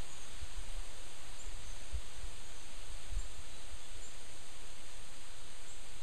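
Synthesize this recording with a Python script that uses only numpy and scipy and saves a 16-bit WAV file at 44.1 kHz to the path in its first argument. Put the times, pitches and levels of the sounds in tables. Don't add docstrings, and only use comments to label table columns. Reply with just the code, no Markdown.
import sys
import numpy as np
from scipy import signal
from scipy.fft import rfft, irfft
from scipy.io import wavfile
from scipy.ndimage import uniform_filter1d

SR = 44100
rng = np.random.default_rng(int(sys.argv[2]) if len(sys.argv) > 2 else 0)


def transcribe(signal):
    frames = np.atleast_2d(signal).T
    limited = np.clip(frames, -1, 1)
    pcm = np.round(limited * 32767).astype(np.int16)
    wavfile.write(sys.argv[1], SR, pcm)


N = 265614
TIME = np.arange(N) / SR
BIN_HZ = np.maximum(np.arange(N // 2 + 1) * SR / N, 1)


def from_db(db):
    return 10 ** (np.asarray(db) / 20)


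def rms_one(x):
    return x / np.sqrt(np.mean(x ** 2) + 1e-20)


def colour(x, points):
    hz, db = np.transpose(points)
    gain = from_db(np.interp(np.log(BIN_HZ), np.log(hz), db))
    return irfft(rfft(x) * gain, N)


def drift(rate_hz):
    lowpass = 1 / (1 + (BIN_HZ / rate_hz) ** 2)
    return rms_one(irfft(rfft(rng.standard_normal(N)) * lowpass, N))


def swaying(x, sway_db, rate_hz, count=12):
    place = np.interp(np.log(BIN_HZ), np.log([200, 14000]), [0, count - 1])
    whole = rfft(x)
    total = np.zeros(N)
    for k in range(count):
        region = irfft(whole * np.maximum(1 - abs(place - k), 0), N)
        total += region * from_db(sway_db * drift(rate_hz))
    return total


# frequency in Hz, relative level in dB per Hz.
RUSTLE_SPECTRUM = [(500, -16.5), (1200, 0), (2200, 1.5), (3400, 4.5), (4500, 3.5), (6400, 4), (7700, 0.5),
                   (8600, 4.5), (9300, -7), (11000, -13.5), (15000, -23)]


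def foliage(rustle_db, touches_per_s, size_spread_db, touch_db):
    wind = from_db(rustle_db - rustle_db.mean())
    touching = rng.random(N) < touches_per_s * wind / SR
    sizes = from_db(size_spread_db * np.minimum(rng.exponential(1, N), 5))
    ticks = touching * sizes * rng.choice([-1, 1], N)
    air = rng.standard_normal(N) + from_db(touch_db) * rms_one(ticks)
    return from_db(rustle_db) * rms_one(colour(swaying(air, sway_db=0.34, rate_hz=6.0), RUSTLE_SPECTRUM))


# frequency in Hz, relative level in dB per Hz.
SOUGH_SPECTRUM = [(30, -11), (60, 0.5), (150, 0), (250, -4), (350, -2.5), (600, -2.5), (1000, -5),
                  (1600, -10.5), (3000, -13.5), (8000, -38.5)]


def boughs():
    return rms_one(colour(swaying(rng.standard_normal(N), sway_db=1.0, rate_hz=4.7), SOUGH_SPECTRUM))


SOUGH_DB, SOUGH_DB_PER_S = -58.5, -0.39
RUSTLE_DB, RUSTLE_DB_PER_S = -53.5, -0.17


def trees():
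    sough = from_db(SOUGH_DB + SOUGH_DB_PER_S * TIME) * boughs()
    rustle_db = RUSTLE_DB + RUSTLE_DB_PER_S * TIME
    return sough + foliage(rustle_db, touches_per_s=3000, size_spread_db=3.0, touch_db=-7.5)


def churn(spectrum, apart_db):
    noise = colour(rng.standard_normal((2, N)), spectrum)
    common, apart = noise / np.sqrt(uniform_filter1d(noise ** 2, size=SR // 6))
    return common + from_db(apart_db) * apart * [[1], [-1]]


GUST_RISE_SHARE = 0.47


def gust(peak_s, length_s, db):
    share = np.where(TIME < peak_s, GUST_RISE_SHARE, 1 - GUST_RISE_SHARE)
    return from_db(db) ** 2 * np.exp(-2 * ((TIME - peak_s) / (length_s * share)) ** 2)


EDDY_DECAY_CYCLES = 0.55


def eddy(s, db, hz):
    swing = np.cos(2 * np.pi * hz * (TIME - s) + rng.uniform(0, 2 * np.pi))
    return from_db(db) * np.exp(-abs(TIME - s) * hz / EDDY_DECAY_CYCLES) * swing


# frequency in Hz, relative level in dB per Hz.
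FLOW_SPECTRUM = [(3, 0), (12, 12), (20, 2.5), (30, 4), (50, -10.5), (70, -10.5), (110, -19.5), (200, -31),
                 (500, -69)]
# frequency in Hz, relative level in dB per Hz.
GUST_SPECTRUM = [(5, -9.5), (14, 6), (24, 12), (35, -5), (55, -12.5), (100, -19), (200, -33.5), (500, -61)]
# peak in seconds, length in seconds, level in dB.
GUST_ROWS = [(.7, 0.48, -43.5), (1.567, 0.47, -44.5), (2.25, .25, -44), (2.864, 0.26, -41.5),
             (3.16, 0.24, -43), (3.98, 0.2, -49.5)]
# centre in seconds, pressure in dB before the common lift eddy_db, swing in Hz.
EDDY_ROWS = [(.431, -35, 60), (0.588, -33, 38), (.784, -35.5, 33.4), (1.488, -38, 42), (1.67, -41, 37),
             (1.95, -27.5, 56), (1.982, -35.5, 40.5), (2.165, -44, 48), (2.24, -35.5, 42), (2.906, -43, 58),
             (3.13, -35.5, 62), (3.172, -27, 40.3), (3.261, -39.5, 41.6), (3.389, -40.5, 58),
             (3.739, -39, 50), (3.959, -45, 54.7)]
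FLOW_DB, FLOW_DB_PER_S = -50, -0.1


def buffeting(eddy_db):
    flow = from_db(FLOW_DB + FLOW_DB_PER_S * TIME) * churn(FLOW_SPECTRUM, apart_db=-18.5)
    gust_level = np.sqrt(sum(gust(*row) for row in GUST_ROWS))
    gusts = gust_level * churn(GUST_SPECTRUM, apart_db=-26)
    thumps = from_db(eddy_db) * sum(eddy(*row) for row in EDDY_ROWS)
    return flow + gusts + thumps


def note(s, length_s, db, glide, waver):
    along = np.clip((TIME - s) / length_s, 0, 1)
    hz = np.interp(along, *np.transpose(glide)) * (1 + waver)
    swell = 2 * np.sqrt(along * (1 - along))
    return from_db(db) * swell * np.sin(2 * np.pi * np.cumsum(hz) / SR)


# start in seconds, length in seconds, top in Hz, level in dB,
# hoarseness as a share of the pitch.
TSIP_ROWS = [(1.387, 0.04, 7400, -48, .009), (3.181, 0.037, 7430, -50, .014),
             (4.016, 0.072, 7370, -51, 0.011), (5.677, 0.061, 7730, -52, 0.033)]
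TSIP_RISE, TSIP_SAG = .075, 0.019
TSIP_TOP_AT = 0.607


def tsips():
    unsteady = drift(300)
    calls = np.zeros(N)
    for s, length_s, hz, db, hoarse in TSIP_ROWS:
        glide = [(0, hz * (1 - TSIP_RISE)), (TSIP_TOP_AT, hz), (1, hz * (1 - TSIP_SAG))]
        calls += note(s, length_s, db, glide, hoarse * unsteady)
    return calls


# start in seconds, length in seconds, pitch in Hz, level in dB.
WHISTLE_ROWS = [(0.088, 0.069, 6830, -54.5), (0.193, 0.07, 6500, -55), (1.632, 0.11, 6320, -55.5),
                (2.42, .07, 6720, -61), (2.535, .1, 6230, -60), (3.464, .16, 3960, -63),
                (3.798, 0.075, 3420, -61)]
WHISTLE_SAG, WHISTLE_WAVER = .006, 0.01506


def whistles():
    waver = WHISTLE_WAVER * drift(201)
    calls = np.zeros(N)
    for s, length_s, hz, db in WHISTLE_ROWS:
        calls += note(s, length_s, db, [(0, hz), (1, hz * (1 - WHISTLE_SAG))], waver)
    return calls


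GROVE_T60_S = .8


def grove(x, wet_db, count=2000):
    delays_s = rng.uniform(.004, .5, count)
    echoes = np.zeros(SR)
    echoes[(delays_s * SR).astype(int)] = rng.standard_normal(count) * from_db(-60 * delays_s / GROVE_T60_S)
    echoes /= np.sqrt(np.sum(echoes ** 2))
    return x + from_db(wet_db) * signal.fftconvolve(x, echoes)[:N]


# frequency in Hz, relative level in dB per Hz.
HISS_SPECTRUM = [(300, -12), (2500, -20), (8000, -21), (11000, 13.5), (15000, 12.5)]


def faint_hiss():
    return from_db(-78.0) * rms_one(colour(rng.standard_normal((2, N)), HISS_SPECTRUM))


def scene():
    calls = grove(tsips(), wet_db=-4) + grove(whistles(), wet_db=-1.0)
    return trees() + buffeting(eddy_db=0.5) + calls + faint_hiss()


# frequency in Hz, width in Hz, added level in dB.
PORT_RESONANCES = [(8616, 78, -5), (9100, 120, -7)]
OFFSETS = [
    [.029],
    [.0258],
]
NOTCH_HZ, NOTCH_WIDTH_HZ, NOTCH_DEPTH_DB = 5457, 1800, -31
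CUTOFF_HZ = 15000


def record(dry):
    notched = signal.lfilter(*signal.iirnotch(NOTCH_HZ, NOTCH_HZ / NOTCH_WIDTH_HZ, fs=SR), dry)
    x = notched + from_db(NOTCH_DEPTH_DB) * dry
    ringing = sum(from_db(db) * signal.lfilter(*signal.iirpeak(hz, hz / width_hz, fs=SR), x)
                  for hz, width_hz, db in PORT_RESONANCES)
    top_cut = signal.ellip(12, .1, 70, CUTOFF_HZ, fs=SR, output="sos")
    return signal.sosfilt(top_cut, x + ringing) + OFFSETS


dry = scene()
out = record(dry)
transcribe(out)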